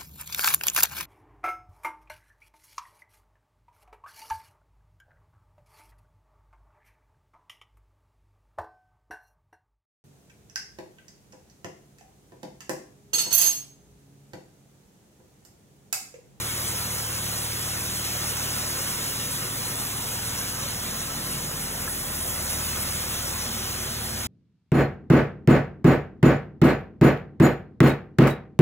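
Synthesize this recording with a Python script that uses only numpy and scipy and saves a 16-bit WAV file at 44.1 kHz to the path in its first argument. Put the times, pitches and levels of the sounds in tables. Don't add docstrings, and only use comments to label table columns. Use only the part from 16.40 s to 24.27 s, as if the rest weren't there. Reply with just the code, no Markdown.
import sys
import numpy as np
from scipy import signal
from scipy.fft import rfft, irfft, next_fast_len
from scipy.io import wavfile
from scipy.ndimage import uniform_filter1d

SR = 44100
rng = np.random.default_rng(int(sys.argv[2]) if len(sys.argv) > 2 else 0)


def store_pcm(level_fs):
    pcm = np.round(np.clip(level_fs, -1, 1) * 32767).astype(np.int16)
    wavfile.write(sys.argv[1], SR, np.atleast_2d(pcm).T)


N = 347067
FFT_SIZE = next_fast_len(N, True)
TIME_S = np.arange(N) / SR
FREQ_HZ = np.fft.rfftfreq(FFT_SIZE, 1 / SR)

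# (time [s], level [dB])
PATTER_LEVEL = [(0, -40), (1.6, -40.5), (2.05, -38.5), (2.45, -39.5), (3.6, -40.5), (4.3, -40),
                (5.2, -40.5), (5.7, -41), (6.3, -38.5), (7, -40), (7.87, -40.5)]


def amp(db):
    return 10 ** (np.asarray(db) / 20)


def evened(x):
    return x / np.sqrt(np.mean(x ** 2) + 1e-20)


def curves(rows):
    s, *columns = np.transpose(rows)
    return [np.interp(TIME_S, s, column) for column in columns]


def across(points):
    hz, value = np.transpose(points)
    return np.interp(np.log(FREQ_HZ + 1), np.log(hz + 1), value)


def drift(per_s):
    knots = rng.standard_normal(4096)
    return evened(np.interp(TIME_S * per_s, np.arange(len(knots)), knots))


def impacts(per_s, spread_db):
    size = amp(spread_db * np.minimum(rng.exponential(1, (2, N)), 4))
    sign = rng.choice([-1, 1], (2, N))
    hit = rng.random((2, N)) < per_s / SR
    return evened(size * sign * hit)


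def patchy(drive, patchy_db):
    spectra = signal.stft(drive, nperseg=1024)[2]
    patches = rng.standard_normal(spectra.shape[1:])
    for axis in (0, 1):
        patches = uniform_filter1d(patches, size=4, axis=axis)
    roughened = spectra * amp(patchy_db * evened(patches))
    return evened(signal.istft(roughened, nperseg=1024)[1][:, :N])


def pair(drive, colour, right_db=0):
    # (frequency [Hz], likeness [0-1])
    likeness = [(130, 1), (250, .96), (500, .77), (1000, .33), (1700, .55), (2600, .28), (3700, .72),
                (4100, .8), (4350, .9998), (16000, .9998)]
    # (frequency [Hz], lag [rad])
    extra_lag = [(100, -.2), (170, -.4), (500, -1.3), (1000, -2.3), (2400, -2.3), (3500, -3.8), (5000, -4),
                 (16000, -4.08)]
    delay_s = .00024
    direct, scattered = rfft(drive, FFT_SIZE) * evened(amp(across(colour)))
    same = np.clip(across(likeness), 0, 1)
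    lag = np.exp(-1j * (2 * np.pi * FREQ_HZ * delay_s + across(extra_lag)))
    right = lag * (same * direct + np.sqrt(1 - same ** 2) * scattered)
    sides = irfft(np.array([direct, right]), FFT_SIZE)[:, :N]
    return sides * amp([[-right_db / 2], [right_db / 2]])


def tones(turns, orders, waver_db, per_s, smear_rad=0):
    total = 0
    for k, db in orders:
        level = amp(db + waver_db * drift(per_s))
        total = total + level * np.cos(2 * np.pi * k * turns - smear_rad * k ** 2)
    return np.sqrt(2) * total


def placed(orders):
    # (start [s], end [s])
    walks = [(1.8, 2.9), (5.5, 7.2)]
    return [(k, np.interp(TIME_S, np.ravel(walks), [back, chute, chute, over]))
            for k, back, chute, over in orders]


def shaft():
    # (multiple of the rate, further back [dB], beside the chute [dB], over the buckets [dB])
    shaft_tones = [(2, -52, -51.5, -47.5), (3, -63, -49.5, -49), (4, -52.5, -53, -58), (5, -62, -63, -51),
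                   (6, -58.5, -53, -71), (8, -75, -65, -54)]
    mean_hz = 46.22
    turns = np.cumsum(mean_hz * (1 + 0.0025 * drift(per_s=5))) / SR
    return tones(turns, placed(shaft_tones), waver_db=1.7, per_s=5, smear_rad=0.6916)


def engine(puff_turns=0.98, between=0.95, uneven=0.051):
    # (time [s], level re closest [dB])
    nearness = [(0, -8.5), (2, -7), (3.4, -5), (5.4, 0), (7.87, -3)]
    # (time [s], order 2 [dB], order 3 [dB], order 4 [dB])
    hum_levels = [(0, -47, -40.5, -48), (2.2, -45, -41.5, -46.5), (2.55, -49, -44.5, -45.5),
                  (3.15, -56, -43, -52), (3.9, -47, -41.5, -61), (5.1, -49, -52.5, -44),
                  (5.55, -47, -65, -55), (6.15, -40.5, -45, -49), (6.55, -42, -44, -53),
                  (7.15, -45, -44, -57), (7.87, -41, -43.5, -56)]
    # (multiple of the rate, further back [dB], beside the chute [dB], over the buckets [dB])
    overtones = [(1.5, -60, -60, -55), (3.5, -70, -62, -60), (4.5, -63, -60, -63), (5, -53, -56.5, -55),
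                 (5.5, -55.5, -55, -63), (7, -58.5, -59.5, -61), (9, -64.5, -69, -69),
                 (9.5, -56.5, -58.5, -80)]
    # (frequency [Hz], relative density [dB per Hz])
    puff_colour = [(28, -52), (45, -29), (60, -4), (90, -1.5), (140, 2), (220, -2), (300, -10.5),
                   (450, -16.5), (900, -24.5)]
    firing_hz = 37.42
    closest_puff_db, closest_fundamental_db = -40, -47.5
    near_db, = curves(nearness)

    turns = np.cumsum(firing_hz * (1 + 0.0018 * drift(per_s=12))) / SR
    orders_db = [closest_fundamental_db + near_db, *curves(hum_levels)]
    hum = tones(turns, enumerate(orders_db, 1), waver_db=.3, per_s=16, smear_rad=.25)
    hum = hum + tones(turns, placed(overtones), waver_db=1.3, per_s=7, smear_rad=.9)

    gate = between + np.exp(-(turns % 1) / puff_turns)
    gate = gate * (1 + uneven * np.cos(np.pi * turns))
    puffs = rng.standard_normal((2, N)) * evened(gate) * amp(closest_puff_db + near_db)
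    return hum + pair(puffs, puff_colour)


def drone():
    # (frequency [Hz], relative density [dB per Hz])
    drone_colour = [(140, -45), (195, -19), (212, -5), (227, 5.5), (240, -5), (268, -8), (295, -25),
                    (500, -61)]
    # (time [s], level [dB])
    drone_level = [(0, -54), (1.6, -59.5), (2.1, -51), (2.8, -53), (3.7, -52.5), (4.5, -49.5), (5.6, -51),
                   (6.4, -50.5), (6.7, -59), (7.15, -45.5), (7.4, -49), (7.6, -45.5), (7.87, -44)]
    level_db, = curves(drone_level)
    return pair(rng.standard_normal((2, N)) * amp(level_db), drone_colour)


def bucket(rise_s=0.0015):
    # (time [s], level [dB])
    knocks = [(5.4755, -26.5)]
    # (frequency [Hz], relative level [dB], t60 [s])
    wall_modes = [(1024, -6, .04), (1320, -1.5, 0.046), (1670, 3, 0.037)]
    out = np.zeros(N)
    for s, level_db in knocks:
        t = np.clip(TIME_S - s, 0, 1)
        ring = sum(amp(db - 60 * t / t60) * np.sin(2 * np.pi * hz * t) for hz, db, t60 in wall_modes)
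        out += amp(level_db) * (1 - np.exp(-t / rise_s)) * ring
    return out


def steel():
    # (frequency [Hz], level re patter [dB], t60 [s])
    panels = [(364, -26.5, 0.11), (446, -29, 0.22), (502.5, -27, .12), (779, -32, 0.15), (1043, -25, 0.094),
              (1307, -26, 0.12), (1428, -29, 0.078), (1830, -28.5, 0.12), (2078, -33, 0.087)]
    # (frequency [Hz], relative gain [dB])
    steel_colour = [(200, -20), (330, 0), (2200, 0), (4000, -20)]
    wander_db = 2.5
    t = TIME_S[:SR // 4]
    out = np.zeros((2, N))
    kernels = impacts(per_s=3000, spread_db=2)
    for hz, db, t60 in panels:
        ring = amp(-60 * t / t60) * np.cos(2 * np.pi * hz * t)
        struck = signal.oaconvolve(kernels, ring[None], axes=1)[:, :N]
        out += evened(struck) * amp(db + wander_db * drift(per_s=3))
    patter_db, = curves(PATTER_LEVEL)
    return pair(out * amp(patter_db), steel_colour)


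def swishes():
    # (time [s], level before colouring [dB], band centre [Hz])
    shoves = [(.073, -44, 8800), (.215, -38, 12000), (.287, -33.5, 8500), (.38, -37, 10000),
              (.54, -39, 12000), (.848, -39, 11500), (.99, -37, 9000), (1.283, -39, 9000),
              (1.46, -41, 9500), (1.576, -38, 9500), (1.75, -40, 13500), (1.892, -35, 9300),
              (2.197, -39.5, 9700), (2.496, -38, 10000), (2.807, -40, 9000), (2.96, -42, 10500),
              (3.111, -42, 9200), (3.19, -42, 14500), (3.26, -40, 9000), (3.399, -36, 8800),
              (3.57, -39, 9000), (3.695, -42, 9000), (3.87, -38, 9500), (3.994, -38, 9800),
              (4.299, -45, 9800), (4.612, -39, 9400), (4.923, -35.5, 9800), (5.23, -37, 9600),
              (5.523, -34, 9300), (5.56, -37, 13500), (5.825, -34, 9600), (5.89, -39, 14000),
              (6.116, -33.5, 10000), (6.27, -42, 9300), (6.423, -36, 11000), (6.568, -38, 9000),
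              (6.725, -38, 10000), (7.036, -45, 10000), (7.648, -38, 10500)]
    # (frequency [Hz], relative gain [dB])
    swish_colour = [(3000, -10), (7400, -6), (8100, 0), (16000, -1)]
    width_s, band_hz = 0.017, 3200
    ticks = impacts(per_s=18000, spread_db=-5.5)
    out = np.zeros((2, N))
    for s, level_db, hz in shoves:
        near = slice(*np.searchsorted(TIME_S, [s - .1, s + .1]))
        band = signal.butter(2, [hz - band_hz / 2, hz + band_hz / 2], "bandpass", fs=SR)
        swell = amp(level_db) * np.exp(-((TIME_S[near] - s) / (2 * width_s)) ** 2)
        out[:, near] += swell * evened(signal.lfilter(*band, ticks[:, near]))
    return pair(out, swish_colour)


def stream():
    # (time [s], level [dB])
    flow = [(0, -40.5), (1.25, -40), (1.5, -39.5), (2.15, -38.5), (2.7, -39.5), (3.4, -41.5), (4.0, -40.5),
            (4.5, -41), (4.8, -42), (5.7, -43), (6.25, -39.5), (7.1, -40), (7.5, -41.5), (7.87, -41.5)]
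    # (time [s], level [dB])
    drum_level = [(0, -46.5), (0.75, -52), (1.1, -47.5), (2.0, -47.5), (2.9, -51), (3.3, -46), (3.8, -60),
                  (4.5, -55), (4.9, -46.5), (5.6, -57), (6.3, -51), (7.87, -57)]
    # (time [s], level [dB])
    husk_level = [(0, -31.5), (1.4, -31.5), (2.1, -30.5), (3.5, -32), (4.5, -33), (5.4, -33), (5.75, -31),
                  (6.1, -30), (6.5, -31), (7.1, -32.5), (7.87, -34)]
    # (frequency [Hz], relative density [dB per Hz])
    drum_colour = [(150, -21), (280, -10), (350, -6), (420, -11), (700, -25), (2000, -70)]
    patter_colour = [(150, -27), (330, -10), (500, -2), (750, -3), (1050, -1.5), (1500, -3), (2200, -9),
                     (4000, -73)]
    rattle_colour = [(900, -22), (1500, -10), (2200, -2.6), (3200, -1), (4400, -1.3), (5400, -.2),
                     (6500, .2), (7500, -1.2), (9000, -12), (13000, -28)]
    hiss_colour = [(5000, -26), (7000, -12.5), (7450, -10.5), (8000, -1.3), (8600, 0), (9600, -1.5),
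                   (10700, -2.3), (12500, -4), (16000, -6)]
    chute_db = -34.5
    flow_db, = curves(flow)
    drum_db, = curves(drum_level)
    patter_db, = curves(PATTER_LEVEL)
    husk_db, = curves(husk_level)
    surge_db = flow_db - flow_db.mean()
    clumps_db = .25 * drift(per_s=70)

    drum = impacts(per_s=5000, spread_db=2) * amp(drum_db)
    patter = patchy(impacts(per_s=14000, spread_db=2), patchy_db=1.8)
    patter *= amp(patter_db + .4 * drift(per_s=18))
    rattle = patchy(impacts(per_s=18000, spread_db=2.2), patchy_db=2.3)
    rattle *= amp(chute_db + surge_db + clumps_db + .35 * drift(per_s=18))
    hiss = patchy(impacts(per_s=18000, spread_db=2.7), patchy_db=2)
    hiss *= amp(husk_db + clumps_db + .5 * drift(per_s=24))

    low = pair(drum, drum_colour) + pair(patter, patter_colour, right_db=1.5)
    return low + pair(rattle, rattle_colour) + pair(hiss, hiss_colour)


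def scene():
    return shaft() + engine() + drone() + bucket() + steel() + swishes() + stream()


def record(dry):
    edge_hz = 15750
    lowpass = signal.firwin(1023, edge_hz, window=("kaiser", 9), fs=SR)
    return signal.oaconvolve(dry, lowpass[None], "same")


dry = scene()
out = record(dry)
store_pcm(out)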